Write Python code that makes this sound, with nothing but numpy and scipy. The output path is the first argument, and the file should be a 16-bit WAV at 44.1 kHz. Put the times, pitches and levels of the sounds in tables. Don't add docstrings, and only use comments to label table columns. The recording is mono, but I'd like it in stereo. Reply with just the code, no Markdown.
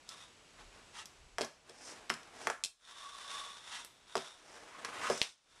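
import sys
import numpy as np
from scipy import signal
from scipy.fft import rfft, irfft, next_fast_len
from scipy.io import wavfile

SR = 44100
rng = np.random.default_rng(int(sys.argv[2]) if len(sys.argv) > 2 else 0)


def pcm_store(signal):
    levels = np.round(np.clip(np.atleast_2d(signal), -1, 1) * 32767)
    wavfile.write(sys.argv[1], SR, levels.astype(np.int16).T)


N = 246959
TIME = np.arange(N) / SR


def from_db(db):
    return 10 ** (np.asarray(db) / 20)


def rms_one(x):
    return x / np.sqrt(np.mean(x ** 2) + 1e-20)


def level(rows):
    return from_db(np.interp(TIME, *np.transpose(rows)))


def at_hz(points, hz):
    f, value = np.transpose(points)
    return np.interp(np.log(hz + 1), np.log(f), value)


def bins(x):
    return np.fft.rfftfreq(x.shape[-1], 1 / SR)


def add(out, s, sound):
    start = round(s * SR)
    out[:, start:start + sound.shape[-1]] += sound


def coloured(x, spectrum, peaks=()):
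    # (frequency [Hz], left-right correlation [0-1])
    port_likeness = [(50, 0.44), (400, 0.64), (1200, 0.73), (2500, 0.53), (5000, 0.15), (9000, 0.079),
                     (14000, 0.17)]
    hz = bins(x)
    ring = sum(from_db(db) ** 2 / (1 + (2 * (hz - f) / width) ** 2) for f, width, db in peaks)
    mid, side = rfft(x) * from_db(at_hz(spectrum, hz)) * np.sqrt(1 + ring)
    alike = np.clip(at_hz(port_likeness, hz), 0, .995)
    ports = np.sqrt(1 + alike) * mid + np.sqrt(1 - alike) * side * [[1], [-1]]
    return rms_one(irfft(ports, x.shape[-1]))


def noise(spectrum, size):
    return coloured(rng.standard_normal((2, next_fast_len(size))), spectrum)[:, :size]


def strokes(rows):
    roundness = 1.31
    power = 0
    for s, db, rise_s, fall_s in rows:
        away = np.abs(TIME - s) / np.where(TIME < s, rise_s, fall_s)
        stroke_db = db - 20 * np.minimum(away, 10) ** roundness
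        power = power + from_db(stroke_db) ** 2
    return np.sqrt(power)


def hiss_and_whine():
    # (time [s], level [dB])
    hiss_level = [(0, -59.5), (1, -57), (1.6, -64.5), (2.1, -59), (2.7, -69), (3.9, -62), (4.6, -72.5),
                  (5.6, -63)]
    # (frequency [Hz], relative density [dB])
    hiss_colour = [(15, -33), (25, -33), (65, -4), (301, -5.5), (382, -5.5), (1050, -7), (1820, -9.5),
                   (2030, -10), (2310, -7.5), (7030, -13.5), (7820, -16.5), (11600, -24.5), (14000, -60)]
    whine_hz, loudest_whine_db = 7900, -77
    hiss_gain = level(hiss_level)
    whine = from_db(loudest_whine_db) * np.sqrt(2) * np.sin(2 * np.pi * whine_hz * TIME)
    return hiss_gain * noise(hiss_colour, size=N) + hiss_gain / hiss_gain.max() * whine


def rumble():
    # (peak time [s], level [dB], rise [s], fall [s])
    rumble_swells = [(.64, -60, .07, 0.17), (1.25, -54, 0.085, 0.08), (1.35, -58, 0.051, .09)]
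    # (frequency [Hz], relative density [dB])
    rumble_colour = [(18, -23), (28, -9), (38, 3), (55, -11.5), (75, -9.5), (110, -20.5), (250, -40),
                     (2000, -110)]
    floor_db = -77
    return (strokes(rumble_swells) + from_db(floor_db)) * noise(rumble_colour, size=N)


def knock(t, hz, spread, skirt_db):
    reach = 1 + abs(spread)
    edges = [hz / reach, min(hz * reach, .45 * SR)]
    click = (t == 0) + 1e-18
    swing = signal.sosfilt(signal.butter(2, edges, "band", fs=SR, output="sos"), click)
    push = signal.sosfilt(signal.butter(2, edges[0], fs=SR, output="sos"), click)
    return swing / np.abs(swing).max() + from_db(skirt_db) * push / push.max()


def crack(t, t60_s):
    # (frequency [Hz], relative density [dB])
    crack_colour = [(900, -19), (2000, -8), (3200, 0), (5000, 6), (8000, 2), (11000, -3.5), (15000, -30)]
    # (frequency [Hz], width [Hz], level above the broad crack [dB])
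    deck_peaks = [(2670, 140, 11.5), (3260, 180, 9), (4160, 197, 4), (5210, 380, 7), (6010, 400, 2),
                  (7440, 430, 0.5)]
    rattle = coloured(rng.standard_normal((2, len(t))), crack_colour, deck_peaks)
    return rattle * from_db(-60 * t / t60_s)


def strike_time():
    return np.arange(next_fast_len(SR // 5)) / SR


def clacks():
    # (time [s], knock level [dB], knock centre [Hz], crack level at its start [dB])
    clack_rows = [(.091, -32, 6200, -36), (1.057, -30, 8890, -40), (2.096, -41, 1800, -30.5),
                  (2.1392, -34, 4750, -34.5), (2.231, -58, 4870, -47), (2.6378, -30, 4500, -20),
                  (2.648, -19.5, 5600, -25.5), (2.659, -26, 4160, -35), (3.848, -23, 10000, -42),
                  (4.178, -27, 2500, -35.5), (5.177, -31.5, 7600, -34.5), (5.2163, -5, 2800, -25),
                  (5.2274, -31, 2700, -28)]
    t = strike_time()
    out = np.zeros((2, N + len(t)))
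    for s, db, hz, crack_db in clack_rows:
        add(out, s, from_db(db) * knock(t, hz, spread=0.56, skirt_db=-9.5))
        add(out, s, from_db(crack_db) * crack(t, t60_s=0.02))
    return out[:, :N]


def room(x):
    # (frequency [Hz], relative density [dB])
    room_colour = [(100, -30), (300, -12), (700, -2.5), (1500, 0), (3500, -1.5), (7000, 0.5), (14000, 1)]
    early_t60_s, tail_t60_s = 0.078, 0.45
    each_db = -2
    t = np.arange(SR // 2) / SR
    arrived = t > .002
    envelope = sum(from_db(each_db) * rms_one(arrived * from_db(-60 * t / t60))
                   for t60 in (early_t60_s, tail_t60_s))
    response = noise(room_colour, size=len(t)) * envelope / np.sqrt(len(t))
    return signal.fftconvolve(x.mean(axis=0)[None], response / 2, axes=1)[:, :N]


def friction(spectrum, peaks, bumps_per_s, bump_db, judder_hz, judder_db):
    size = next_fast_len(N)
    struck = rng.random(size) < bumps_per_s / SR
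    bumps = rms_one(struck * rng.uniform(-1.07, 1, (2, size)))
    force = rng.standard_normal((2, size)) + from_db(bump_db) * bumps
    pressure = np.interp(np.arange(size) / SR * judder_hz, np.arange(4000), rng.uniform(-2, 2, 4000))
    return coloured(force * from_db(judder_db * pressure), spectrum, peaks)[:, :N]


def rolling():
    # (peak time [s], level [dB], rise [s], fall [s])
    roll_strokes = [(.11, -48, 0.044, 0.12), (.22, -52, .08, 0.1), (2.89, -50.5, 0.17, 0.16),
                    (3.03, -47.5, 0.14, 0.12), (3.34, -42, 0.38, 0.41), (3.78, -47, 0.31, 0.14),
                    (4.24, -47.5, 0.25, 0.22), (5.25, -45.5, 0.29, .16), (5.6, -60.5, 0.41, .1)]
    # (frequency [Hz], relative density [dB])
    roll_colour = [(100, -22), (350, -17), (600, -11), (1000, -9.5), (1400, -4.5), (2400, -11),
                   (3500, -5.5), (4300, -10.5), (10000, -15.5), (14000, -39)]
    # (frequency [Hz], width [Hz], level above the broad noise [dB])
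    roll_peaks = [(1005, 165, 3), (3476, 50, 9), (3620, 42, 6), (3730, 45, 10.5), (5540, 500, 4)]
    return strokes(roll_strokes) * friction(roll_colour, roll_peaks, bumps_per_s=640, bump_db=-2.0,
                                            judder_hz=80.6, judder_db=1.4)


def table_echoes(x):
    # (delay [s], level [dB])
    close_echoes = [(.0047, -22.5), (.0083, -13), (0.0127, -16), (0.019, -16), (0.0295, -18)]
    echoes = 0
    for delay_s, db in close_echoes:
        late = np.pad(x, [(0, 0), (round(delay_s * SR), 0)])[:, :N]
        echoes = echoes + from_db(db) * late
    return x + echoes


def whirr(width_hz):
    # (peak time [s], level [dB], rise [s], fall [s])
    whirr_strokes = [(.13, -61.5, 0.046, 0.098), (3.05, -52.5, 0.16, 0.46), (3.4, -48, 0.46, 0.23)]
    whirr_hz = 1135
    slow = signal.butter(2, width_hz / 2, fs=SR, output="sos")
    flutter = signal.sosfilt(slow, rng.standard_normal((2, N)))
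    phase = 2 * np.pi * whirr_hz * TIME
    tone = flutter[0] * np.cos(phase) + flutter[1] * np.sin(phase)
    return strokes(whirr_strokes) * rms_one(tone)


def grinding():
    # (peak time [s], level [dB], rise [s], fall [s])
    grind_strokes = [(.61, -54, 0.087, 0.081), (.75, -57.5, 0.063, 0.16), (1.41, -39.5, 0.024, 0.086),
                     (1.72, -57, 0.12, 0.11), (1.91, -49.5, 0.22, 0.24), (2.16, -54.5, 0.077, 0.13),
                     (2.5, -45.5, 0.34, .07), (4.19, -52, 0.037, 0.09), (4.57, -51.5, 0.23, 0.38),
                     (5.11, -41, 0.52, 0.14)]
    # (frequency [Hz], relative density [dB])
    grind_colour = [(47, -51.5), (80, -11.5), (198, -10), (305, -8.5), (572, -3.5), (637, -2), (791, -3.5),
                    (981, -3.5), (1390, -5.5), (1610, -4.5), (3670, -11), (7810, -17.5), (10800, -22.5),
                    (14000, -38)]
    # (frequency [Hz], width [Hz], level above the broad noise [dB])
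    grind_peaks = [(295, 30, 8.5), (432, 80, 3.5), (630, 50, -4.5), (780, 74, -3)]
    return strokes(grind_strokes) * friction(grind_colour, grind_peaks, bumps_per_s=400, bump_db=-6.0,
                                             judder_hz=58.03, judder_db=1.5)


def skidding():
    # (peak time [s], level [dB], rise [s], fall [s])
    skid_strokes = [(.97, -44, 0.044, 0.09), (3.73, -40, 0.083, 0.13)]
    # (frequency [Hz], relative density [dB])
    skid_colour = [(120, -53), (200, -17.5), (581, -26), (875, -3), (1320, -9), (1950, -1), (2370, -9),
                   (3560, -3.5), (4250, -7), (9300, -12.5), (11500, -24), (14000, -51)]
    # (frequency [Hz], width [Hz], level above the broad noise [dB])
    skid_peaks = [(950, 39, 6), (1285, 56, 13), (1890, 50, -0.5), (2736, 110, 8), (3270, 260, 1.5),
                  (5770, 520, 2.5)]
    return strokes(skid_strokes) * friction(skid_colour, skid_peaks, bumps_per_s=2800, bump_db=-10,
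                                            judder_hz=63.4, judder_db=3.9)


def box_ring(t, boom_hz, fall_db_per_octave):
    # (frequency [Hz], relative strength [dB], t60 [s])
    box_modes = [(155.3, -14, 0.23), (230.4, -10, 0.18), (270, -18.5, 0.22), (378, 1.5, 0.073),
                 (453, 8.5, 0.029), (486, -4.5, 0.09), (552, -9, 0.17), (667, 6, 0.033), (723, 0.5, 0.055),
                 (766, -15, 0.18), (888, -3.5, 0.051), (1058, 0.5, 0.042), (1144, -22, 0.084),
                 (1350, -9, 0.078), (1590, -29, 0.18), (1684, -3, 0.047), (1780, -27, 0.06),
                 (2275, -18, .09), (2500, -15.5, 0.11)]
    hz, db, t60 = np.transpose(box_modes)[:, :, None]
    woken_db = db - fall_db_per_octave * np.abs(np.log2(hz / min(boom_hz, hz.max())))
    strength = from_db(woken_db + 1.13 * rng.standard_normal(hz.shape))
    swings = np.sin(2 * np.pi * (hz * t + rng.random(hz.shape)))
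    build_up = 1 - np.exp(-t * hz / 2)
    return np.sum(strength * swings * build_up * from_db(-60 * t / t60), axis=0) / 2


def landings():
    # (time [s], knock level [dB], knock centre [Hz], relative boom drive [dB], boom centre [Hz])
    landing_rows = [(1.3837, -19.5, 1420, -29.5, 970), (1.4097, -24, 420, -31, 480),
                    (1.4163, -26, 1790, -38.5, 900), (1.447, -36, 636, -37, 590),
                    (1.695, -61, 435, -44, 420), (2.101, -13.5, 1530, -27.5, 221),
                    (2.4713, -13.5, 1220, -25.5, 990), (2.5, -18.5, 1210, -28, 1300),
                    (4.1543, -16.5, 865, -24.5, 380), (4.168, -27, 880, -31.5, 950),
                    (4.848, -25.5, 1450, -39, 1610), (5.1, -21, 464, -20, 430)]
    medium_crack_db, medium_knock_db, crack_follows = -29.5, -24, 0.32
    box_db = 4.5
    t = strike_time()
    out = np.zeros((2, N + len(t)))
    for s, db, hz, boom_db, boom_hz in landing_rows:
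        crack_db = medium_crack_db + crack_follows * (db - medium_knock_db)
        add(out, s, from_db(db) * knock(t, hz, spread=0.53, skirt_db=-19.5))
        add(out, s, from_db(crack_db) * crack(t, t60_s=0.017))
        add(out, s, from_db(boom_db + box_db) * box_ring(t, boom_hz, fall_db_per_octave=6.0))
    return out[:, :N]


def sliding():
    # (peak time [s], level [dB], rise [s], fall [s])
    slide_strokes = [(1.885, -48.5, 0.17, 0.12), (2.43, -52.5, .1, 0.14), (4.52, -60.5, .25, 0.47),
                     (5.11, -43.5, 0.13, 0.29), (5.27, -46, 0.083, 0.11)]
    # (frequency [Hz], relative density [dB])
    slide_colour = [(500, -47.5), (2500, -19.5), (4200, -2.5), (5400, 3), (6500, 1.5), (8500, 0),
                    (11000, -10), (13500, -41.5)]
    # (frequency [Hz], width [Hz], level above the broad noise [dB])
    slide_peaks = [(5200, 510, 5.5), (5900, 500, 2.5)]
    return strokes(slide_strokes) * friction(slide_colour, slide_peaks, bumps_per_s=940, bump_db=-1,
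                                             judder_hz=92.0, judder_db=1.3)


def scraping():
    # (peak time [s], level [dB], rise [s], fall [s])
    scrape_strokes = [(2.105, -37.5, 0.011, 0.066), (2.505, -44, .008, 0.052), (4.78, -51, 0.16, 0.11),
                      (4.852, -39.5, .012, 0.093), (5.08, -36, 0.16, 0.12)]
    # (frequency [Hz], relative density [dB])
    scrape_colour = [(500, -42), (1000, 1.5), (1600, -0.5), (2600, -2.5), (4000, -12), (9000, -17.5),
                     (14000, -35)]
    # (frequency [Hz], width [Hz], level above the broad noise [dB])
    scrape_peaks = [(1073, 50, 6.6), (1190, 110, 4.9), (1260, 46, 7.2), (1530, 79, 4.7), (1990, 24, 2.6)]
    return strokes(scrape_strokes) * friction(scrape_colour, scrape_peaks, bumps_per_s=900, bump_db=-5.5,
                                              judder_hz=80.55, judder_db=3.5)


def dips():
    # (deepest time [s], level [dB], time to 1/e of the depth in dB [s])
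    dip_rows = [(2.776, -13, 0.082), (5.379, -14.5, 0.1)]
    return from_db(sum(db * np.exp(-((TIME - s) / width_s) ** 2) for s, db, width_s in dip_rows))


def scene():
    background = hiss_and_whine() + rumble()
    hits = clacks() + landings()
    riding = table_echoes(rolling() + grinding() + skidding() + sliding() + scraping())
    return dips() * (background + hits + room(hits) + riding + whirr(width_hz=76))


def record(dry):
    # (frequency [Hz], left minus right [dB])
    port_balance = [(100, 2), (500, 2), (2500, 3), (4500, 3), (8000, 8), (10500, 9.5), (13000, -4)]
    size = next_fast_len(N)
    spectrum = rfft(dry, size)
    hz = np.fft.rfftfreq(size, 1 / SR)
    lean_db = at_hz(port_balance, hz) / 2 * np.array([[1], [-1]])
    top_db = at_hz([(9000, -2.5), (11000, -4.5), (13000, -7.0), (15000, -25)], hz)
    heard = irfft(spectrum * from_db(lean_db + top_db), size)[:, :N]
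    return signal.sosfilt(signal.cheby2(14, 60, 16000, fs=SR, output="sos"), heard)


dry = scene()
out = record(dry)
pcm_store(out)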